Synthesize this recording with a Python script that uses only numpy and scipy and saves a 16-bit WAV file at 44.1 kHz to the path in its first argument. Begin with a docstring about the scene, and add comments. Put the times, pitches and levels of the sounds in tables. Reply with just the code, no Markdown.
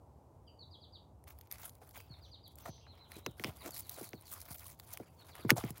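"""Footsteps on grit with two birds

Low over gravel and concrete outdoors, a bird repeats falling whistles that echo off the houses; a second one,
further off, buzzes by a trembling pitch. Soles scuff grit (dense noise grains), stones click (noise puffs that
ring damped modes of the handled phone's body) and grind (clustered grains in one band). Footfalls and bumps of
the handled phone give dull knocks, sines of sagging pitch, over a distant traffic rumble of shaped noise."""
import sys
import numpy as np
from scipy import signal
from scipy.fft import rfft, irfft
from scipy.io import wavfile
from scipy.ndimage import uniform_filter1d

SR = 44100
rng = np.random.default_rng(int(sys.argv[2]) if len(sys.argv) > 2 else 0)


def waveform_to_disk(signal):
    """Save audio, clipped to [-1, 1], as 16-bit WAV at the path in sys.argv[1]."""
    frames = np.transpose(np.atleast_2d(signal))
    scaled = np.clip(frames, -1, 1) * 32767
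    samples = np.round(scaled).astype(np.int16)
    wavfile.write(sys.argv[1], SR, samples)


def how_loud(loudness_db):
    """Turn decibels into a plain amplitude multiplier (0 dB gives 1, 20 dB gives 10)."""
    steps = np.asarray(loudness_db, float) / 20
    return 10 ** steps


N = 255780  # length in samples

# Spectrum of the distant traffic. Each row: frequency in Hz, relative level in dB.
TRAFFIC_SPECTRUM = [(24, -36.5), (40, -19.5), (64, 2), (93, 3), (202, -13.5), (260, -12.5), (397, -15),
                    (926, -16), (1130, -25), (1680, -41.5), (3300, -47), (7340, -45), (15500, -48)]
# Pitch glides of the near bird, by name. Each entry: length in seconds, then points of (share of length, Hz).
NOTE_SHAPES = {"low": (0.036, [(0, 3300), (.2, 3300), (1, 2375)]), "high": (0.028, [(0, 5000), (.3, 4860),
               (1, 4500)]), "bend": (.064, [(0, 4580), (.45, 4300), (1, 3300)]), "dive": (.057, [(0, 4970),
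               (.25, 4720), (1, 2860)]), "slide": (0.055, [(0, 4750), (.3, 4490), (1, 3400)])}
# One song of the near bird. Each row: delay after the song's start in seconds, note shape, relative level in dB.
SONG_NOTES = [(0, "bend", -2.5), (.121, "dive", -2), (.217, "dive", 0), (.335, "dive", -0.5)]
# Songs sung. Each row: start in seconds, level in dB, lead-in level in dB, gain per note in dB, number of notes.
SONG_STARTS = [(0.586, -58, -70, -0.5, 4), (2.092, -55.5, -67, -1.2, 4), (5.174, -64.5, -76, .5, 3)]
# Stones struck. Each row: start in seconds, crack level in dB, ring level in dB.
STONE_CLICKS = [(1.2395, -45, -75), (1.279, -35, -62.5), (1.2875, -40, -65), (1.3049, -31, -60),
                (1.3874, -36.5, -71), (1.4108, -34, -67.5), (1.472, -42, -72), (1.5131, -24.5, -56.5),
                (1.5237, -23, -61), (1.583, -35, -61), (1.694, -35.5, -67), (1.752, -43, -85),
                (2.003, -33, -56), (2.4783, -37, -81), (2.5555, -38, -94), (2.585, -28.5, -65),
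                (3.1181, -32, -51), (3.2628, -27, -36), (3.3964, -33, -45), (3.4383, -26.5, -38),
                (3.4442, -28, -34), (3.707, -28, -67), (3.764, -37, -55.5), (3.805, -21, -61),
                (3.894, -20, -69), (4.1321, -52, -47.5), (4.2102, -37, -72), (4.798, -29.5, -57),
                (4.931, -28, -66), (4.9355, -24, -69), (4.973, -25.5, -48), (5.353, -30, -58),
                (5.4944, -42, -37), (5.5042, -5.5, -17), (5.5142, -46, -42), (5.6384, -54, -47.5),
                (5.705, -25, -58), (5.7793, -33, -62)]
# Lone grit ticks, nearly all crack. Each row: start in seconds, crack level in dB.
GRIT_TICKS = [(1.647, -35), (1.666, -40), (1.8914, -38.5), (1.9092, -41), (3.1556, -36), (3.1927, -43),
              (3.745, -31), (3.791, -31), (3.964, -34), (4.042, -30), (4.0614, -32), (4.09, -34),
              (4.222, -40), (4.255, -38), (4.2794, -32), (4.3822, -42), (4.415, -29.5), (4.4867, -35),
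              (4.5279, -31), (4.5828, -36), (4.6553, -36), (4.6807, -34), (4.79, -40.5)]
# Modes of the handled phone's body, rung by every click. Each row: nominal frequency in Hz, mean relative level
# in dB, 60 dB decay in seconds.
BODY_MODES = [(1200, 1.5, 0.0035), (1830, -19.5, 0.0082), (2115, 0.5, 0.0043), (2830, -12.5, 0.0055),
              (3300, -28, 0.014), (4860, -12, 0.0024), (5500, -13, 0.0029)]
# Spectrum of fine grit and splinters. Each row: frequency in Hz, relative level in dB.
GRIT_SPECTRUM = [(2350, -17.5), (4000, -8.5), (8160, -8), (9170, -6), (12200, -2), (13900, -4), (16000, -3)]
# Spectrum of the coarser stones. Each row: frequency in Hz, relative level in dB.
STONE_SPECTRUM = [(410, 7), (700, 1), (1340, -4.5), (2100, -4.5), (2700, -7), (6000, -22.5), (7800, -48),
                  (13200, -120)]
# Soles dragged on grit. Each row: start in seconds, length in seconds, fine grit dB, coarse stones dB.
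SOLE_DRAGS = [(1.261, 0.049, -59, -60.5), (1.35, .12, -78, -78.5), (1.492, 0.064, -60.5, -62.5),
              (1.576, 0.1, -52.5, -61.5), (1.802, 0.12, -66.5, -70), (1.921, 0.075, -54.5, -61.5),
              (2.007, 0.39, -81, -68.5), (2.437, 0.085, -72.5, -80), (2.565, 0.081, -60.5, -61.5),
              (2.872, 0.31, -76, -64), (3.075, 0.13, -62.5, -58.5), (3.238, 0.071, -67.5, -74),
              (3.364, 0.11, -59, -61), (3.426, 0.068, -57, -53), (3.522, .1, -60.5, -62),
              (3.601, 0.079, -62, -54), (3.691, 0.039, -57, -66), (3.729, 0.069, -46, -59.5),
              (3.862, 0.2, -49, -56), (4.108, 0.021, -67.5, -64), (4.202, 0.022, -73, -70),
              (4.241, 0.22, -52, -59.5), (4.468, 0.076, -54, -60.5), (4.564, 0.16, -54.5, -61),
              (4.79, 0.14, -61, -65), (4.908, 0.025, -55, -55.5), (4.965, 0.079, -68, -71),
              (5.098, 0.25, -72, -71), (5.239, 0.062, -61.5, -63.5), (5.3, 0.15, -64, -59),
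              (5.455, 0.076, -58, -57.5), (5.553, 0.043, -46.5, -51.5), (5.594, 0.086, -59.5, -52.5),
              (5.708, 0.1, -63, -63)]
# Footfalls and bumps of the handled phone. Each row: start in seconds, level in dB, nominal pitch in Hz.
DULL_KNOCKS = [(1.63, -45.5, 990), (1.968, -43.5, 747), (2.102, -44, 175), (2.657, -37, 938),
               (2.691, -36.5, 142), (2.866, -50, 950), (3.2633, -29.5, 418), (3.28, -42.5, 170),
               (3.398, -38, 320), (3.446, -31, 300), (3.481, -34, 155), (4.01, -33.5, 379),
               (4.135, -36, 312), (4.507, -42.5, 130), (5, -34, 357), (5.39, -43, 425), (5.449, -24.5, 229),
               (5.516, -18, 243), (5.577, -36, 120), (5.638, -26, 238), (5.704, -36.5, 195)]
# Stones grinding under the weight. Each row: start in seconds, length in seconds, centre in Hz,
# rms level in dB before the envelope.
STONE_GRINDS = [(1.815, 0.021, 815, -58.5), (2.654, 0.041, 700, -48.5), (3.163, 0.027, 330, -52),
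                (3.448, 0.045, 465, -52.5), (3.63, 0.066, 550, -55), (3.651, 0.035, 300, -48),
                (3.976, 0.024, 700, -52), (4.309, 0.034, 13900, -48), (4.316, 0.066, 1110, -58.5),
                (5.345, 0.072, 1200, -59.5), (5.493, 0.015, 1506, -30.5), (5.496, 0.0173, 6950, -46),
                (5.565, 0.028, 730, -40.5), (5.568, 0.012, 9100, -47)]
# Single buzzes of the far bird. Each row: start in seconds, length in seconds, pitch in Hz,
# buzz width in Hz, level in dB.
FAR_BUZZES = [(2.23, 0.075, 5900, 500, -73), (2.605, 0.21, 6150, 350, -65.5),
              (2.611, 0.23, 4440, 1364, -65), (2.803, 0.073, 3058, 447, -68.5)]


def burst(t60, seconds, rise=0.00034):
    """Exponential decay: an envelope that rises quickly and falls by 60 dB in t60 seconds."""
    t = np.arange(int(seconds * SR)) / SR
    return (1 - np.exp(-t / rise)) * np.exp(-np.log(1000) * t / t60)


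def add(out, s, x):
    """Superposition: mixes x in at time s."""
    i = int(s * SR)
    out[i:i + len(x)] += x[:len(out) - i]


def unit(x):
    """Normalisation to an rms of 1."""
    return x / np.sqrt(np.mean(x ** 2))


def colour(x, points):
    """Linear filtering: shapes the spectrum along (Hz, dB) points, then sets the rms to 1."""
    hz, db = np.transpose(points)
    f = np.fft.rfftfreq(len(x), 1 / SR) + 1
    gain = how_loud(np.interp(np.log(f), np.log(hz), db))
    return unit(irfft(rfft(x) * gain, len(x)))


def walk(rate):
    """Slow random modulation: levels held for 1 / rate seconds and slewed twice; spread near 1."""
    k = int(SR / rate)
    held = np.repeat(rng.standard_normal(N // k + 1), k)
    return 1.52 * uniform_filter1d(uniform_filter1d(held, k), k)[:N]


def grains(rate, spread_db, smear_s):
    """Random impacts: scattered puffs of noise, a few much bigger than the rest."""
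    size_db = np.minimum(spread_db * rng.exponential(size=N), 16)
    hits = (rng.random(N) < rate / SR) * how_loud(size_db)
    power = signal.fftconvolve(hits ** 2, burst(smear_s, 2 * smear_s) ** 2)[:N]
    return np.sqrt(np.abs(power)) * rng.standard_normal(N)


def echo(x, t60, wet_db, rise_s):
    """Diffuse reflection: walls and trees send back a scattered, fading tail."""
    tail = burst(t60, t60, rise=rise_s) * rng.standard_normal(int(t60 * SR))
    tail = tail / np.sqrt(np.sum(tail ** 2))
    return x + how_loud(wet_db) * signal.fftconvolve(x, tail)[:N]


def traffic():
    """Broadband noise with a sloping spectrum: a smooth distant roar whose bass throbs on its own."""
    roar = colour(rng.standard_normal(N), TRAFFIC_SPECTRUM)
    bass = signal.sosfilt(signal.butter(2, 130, fs=SR, output="sos"), roar)
    upper = (roar - bass) * how_loud(.8 * walk(1.5))
    return how_loud(-59.5) * (upper + bass * how_loud(1.5 * walk(5)))


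def notes():
    """Temporal pattern of the near bird: a fading trill and its songs, as (s, shape, dB)."""
    trill_s, gap_s, trill_db, fade_db = 3.71, .107, -62, -0.9
    rows = [(3.584, "dive", trill_db)]  # one dive, then slides at an even pace
    rows += [(trill_s + k * gap_s, "slide", trill_db + k * fade_db) for k in range(6)]
    for s, db, lead_db, gain_db, count in SONG_STARTS:
        # two soft notes together lead into each song
        rows += [(s - .121, shape, lead_db) for shape in ("low", "high")]
        for k, (late, shape, note_db) in enumerate(SONG_NOTES[:count]):
            rows.append((s + late, shape, db + note_db + k * gain_db))
    return rows


def near_bird():
    """Frequency glides: falling whistles swell in the middle and flicker on their way through the leaves."""
    out = np.zeros(N)
    for s, shape, db in notes():
        length, points = NOTE_SHAPES[shape]
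        u = np.linspace(0, 1, int(length * SR))
        hz = np.interp(u, *np.transpose(points))
        tone = np.sin(2 * np.pi * np.cumsum(hz) / SR)
        add(out, s, how_loud(db) * np.sin(np.pi * u ** 0.92) * tone)
    flicker = how_loud(3.5 * walk(300))
    return echo(out * flicker, t60=0.28, wet_db=1.5, rise_s=0.00037)


def clicks():
    """Modal impact: a bright puff of splinters and a short ring of the phone body's shared modes, struck
    differently."""
    out = np.zeros(N)
    hz, db, t60 = np.transpose(BODY_MODES)
    t = np.arange(int(.04 * SR))[:, None] / SR
    blows = STONE_CLICKS + [(s, tick_db, tick_db - 35) for s, tick_db in GRIT_TICKS]
    decay = np.exp(-np.log(1000) * t / t60)
    late = (1 - np.exp(-t * hz / 1.3)) ** 2  # the low modes speak later
    for s, crack_db, ring_db in blows:
        luck = rng.standard_normal(len(t) + 14)
        # glancing clicks, more crack than ring, are brighter: dB per octave
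        tilt = 0.15 * (crack_db - ring_db - 23.5)
        # each stone has its own colour
        splinters = [(f, level + tilt * np.log2(f / 8000) + 5.1 * r)
                     for (f, level), r in zip(GRIT_SPECTRUM, luck[3:])]
        crack = colour(luck[14:], splinters) * burst(0.0077, .04, rise=0.0014)
        detuned_hz = hz * (1 + 0.041 * luck[7:14])
        modes = how_loud(db + 3.1 * luck[:7]) * np.sin(2 * np.pi * detuned_hz * t)
        ring = np.sum(modes * decay * late, axis=1)
        ring = ring / np.std(ring[:len(t) // 8])  # levelled over its first 5 ms
        add(out, s, how_loud(crack_db) * crack + how_loud(ring_db) * ring)
    return echo(out, t60=0.016, wet_db=-11.5, rise_s=0.0012)


def grit(rate, spread_db, smear_s, points, centres_hz, depth_db, swell_rate):
    """Size-dependent resonance: shared grains and each size's own ticks fill a broad band that swells alone."""
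    f, out = np.fft.rfftfreq(N, 1 / SR) + 1, 0
    shared = grains(rate, spread_db, smear_s)
    for hz in centres_hz:
        band = np.exp(-(np.log2(f / hz) / 0.3) ** 2)
        own = 1.36 * grains(rate / 8, spread_db, smear_s / 2)
        out = out + irfft(rfft(shared + own) * band, N) * how_loud(depth_db * walk(swell_rate))
    return colour(out, points)


def scuff():
    """Granular friction: grit fizzes densely, bigger stones crunch sparser and lower under one kind of drag."""
    bite_s, swell = 0.0084, 0.12  # long drags build up more slowly: a share of the length joins the bite
    sag_db_per_s, lift_s = -43, 0.015  # the sole eases off, then lifts
    settle_db, settle_s = -22, 0.16  # loose grit trickles on
    fine_gain, coarse_gain = np.zeros((2, N))
    for s, length, fine_db, coarse_db in SOLE_DRAGS:
        t = np.arange(int((length + 0.36) * SR)) / SR
        after = np.maximum(t - length, 0)
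        drag = how_loud(sag_db_per_s * t) * np.exp(-after / lift_s)
        drag = drag + how_loud(settle_db) * np.exp(-after / settle_s)
        drag = drag * (1 - np.exp(-t / (bite_s + swell * length))) ** 2
        add(fine_gain, s, how_loud(fine_db) * drag)
        add(coarse_gain, s, how_loud(coarse_db) * drag)
    slip = walk(90)  # the sole sticks and slips, all grains together
    fine = grit(1400, 4.4, 0.018, GRIT_SPECTRUM, [3300, 4750, 6840, 10270, 15650],
                depth_db=2.5, swell_rate=45)
    fine = fine + how_loud(-4) * colour(grains(110, 2.9, 0.0075), GRIT_SPECTRUM)  # lone splinters
    coarse = grit(500, 1.85, 0.037, STONE_SPECTRUM, [700, 1040, 1420, 2240, 3400, 5000],
                  depth_db=3.5, swell_rate=50)
    return fine * fine_gain * how_loud(2.16 * slip) + coarse * coarse_gain * how_loud(2.55 * slip)


def knocks():
    """Damped oscillation: a dull thump sags in pitch, with a rough edge and a slower, lingering low boom."""
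    out = np.zeros(N)
    t = np.arange(int(.15 * SR)) / SR
    sag = 0.417 + 1.081 * np.exp(-t / 0.00838) + 1.51 * np.exp(-t / 0.00147)
    boom = burst(0.098, .15, rise=0.003) * np.sin(2 * np.pi * 120 * t)
    for s, db, hz in DULL_KNOCKS:
        phase = 2 * np.pi * np.cumsum(hz * sag) / SR
        thump = burst(0.039 + 6.2 / hz, .15, rise=0.002) * np.sin(phase)
        rough = colour(rng.standard_normal(len(t)),
                       [(100, -20), (hz, 0), (3 * hz, -4), (9 * hz, -25), (40 * hz, -55)])
        edge = burst(0.014, .15, rise=0.0023) * rough
        boom_gain = 0.25 * min(1, 250 / hz)  # high knocks boom less
        add(out, s, how_loud(db) * (thump + 0.64 * edge + boom_gain * boom))
    return echo(out, t60=0.086, wet_db=-5.5, rise_s=0.0025)


def grinds():
    """Band-limited impact noise: clustered knocks of stone on stone ring around one pitch."""
    out, rubble = np.zeros(N), grains(700, 2.9, 0.016)
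    for s, length, hz, db in STONE_GRINDS:
        t = np.arange(int((length + 0.0093) * SR)) / SR
        shape = np.minimum(1, np.exp(-(t - length) / 0.0046)) * (1 - np.exp(-t / 0.00052))
        low = min(.85, .2 + 10.5 * length)  # long grinds ring narrower
        body = colour(rubble[int(s * SR):][:len(t)],
                      [(hz / 5, -22), (hz * low, -8), (hz, 0), (hz * 1.28, -8), (hz * 4, -26)])
        add(out, s, how_loud(db) * shape * body)
    return out


def far_bird():
    """Frequency modulation: a trembling pitch roughens whistles into buzzes, followed by their echo."""
    out = np.zeros(N)
    tremble = walk(900)

    def whistle(s, hz, width_hz, db):
        """Phase integration of a pitch that trembles by about half the width either way."""
        u = np.linspace(0, 1, len(hz))
        hz = hz + width_hz * .5 * tremble[int(s * SR):][:len(u)]
        tone = np.sin(2 * np.pi * np.cumsum(hz) / SR)
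        add(out, s, how_loud(db) * np.sin(np.pi * u) ** .5 * tone)

    for s, length, hz, width_hz, db in FAR_BUZZES:
        whistle(s, np.full(int(length * SR), hz), width_hz, db)
    # four calls of 0.115 s hold a pitch for half their length and then drop to a lower one
    hold = .5
    u = np.linspace(0, 1, int(.115 * SR))
    fall = np.maximum(u - hold, 0) / (1 - hold)
    fall = np.sin(np.pi / 2 * np.minimum(3 * fall, 1)) ** 2  # a quick drop, then it lingers
    arch_hz = 160 * np.cos(2 * np.pi * u) ** 2  # the pitch bends up and down again in each half
    for k in range(4):
        start_hz = 4190 - k * 81.2  # each call starts a little lower
        width_hz = 158 * (1 + 1.5 * fall)
        whistle(2.862 + k * .122, start_hz - 800 * fall - arch_hz, width_hz, -61.5 - 9 * fall)
    return echo(out, t60=0.315, wet_db=-2.5, rise_s=0.0021)


def scene():
    """Superposition of all sources at one microphone."""
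    ground = clicks() + scuff() + knocks() + grinds()
    return (traffic() + near_bird() + ground + far_bird())[None]


def band_limit(x):
    """A steep low-pass at the top of the band."""
    return signal.sosfilt(signal.butter(12, 16980, fs=SR, output="sos"), x)


def record(dry):
    """Band limitation: the microphone drops the deep bass and the very top."""
    x = signal.sosfilt(signal.butter(4, 55, "high", fs=SR, output="sos"), dry)
    x = signal.sosfilt(signal.ellip(6, .3, 30, 15800, fs=SR, output="sos"), x)
    return band_limit(x)


dry = scene()
out = record(dry)
waveform_to_disk(out)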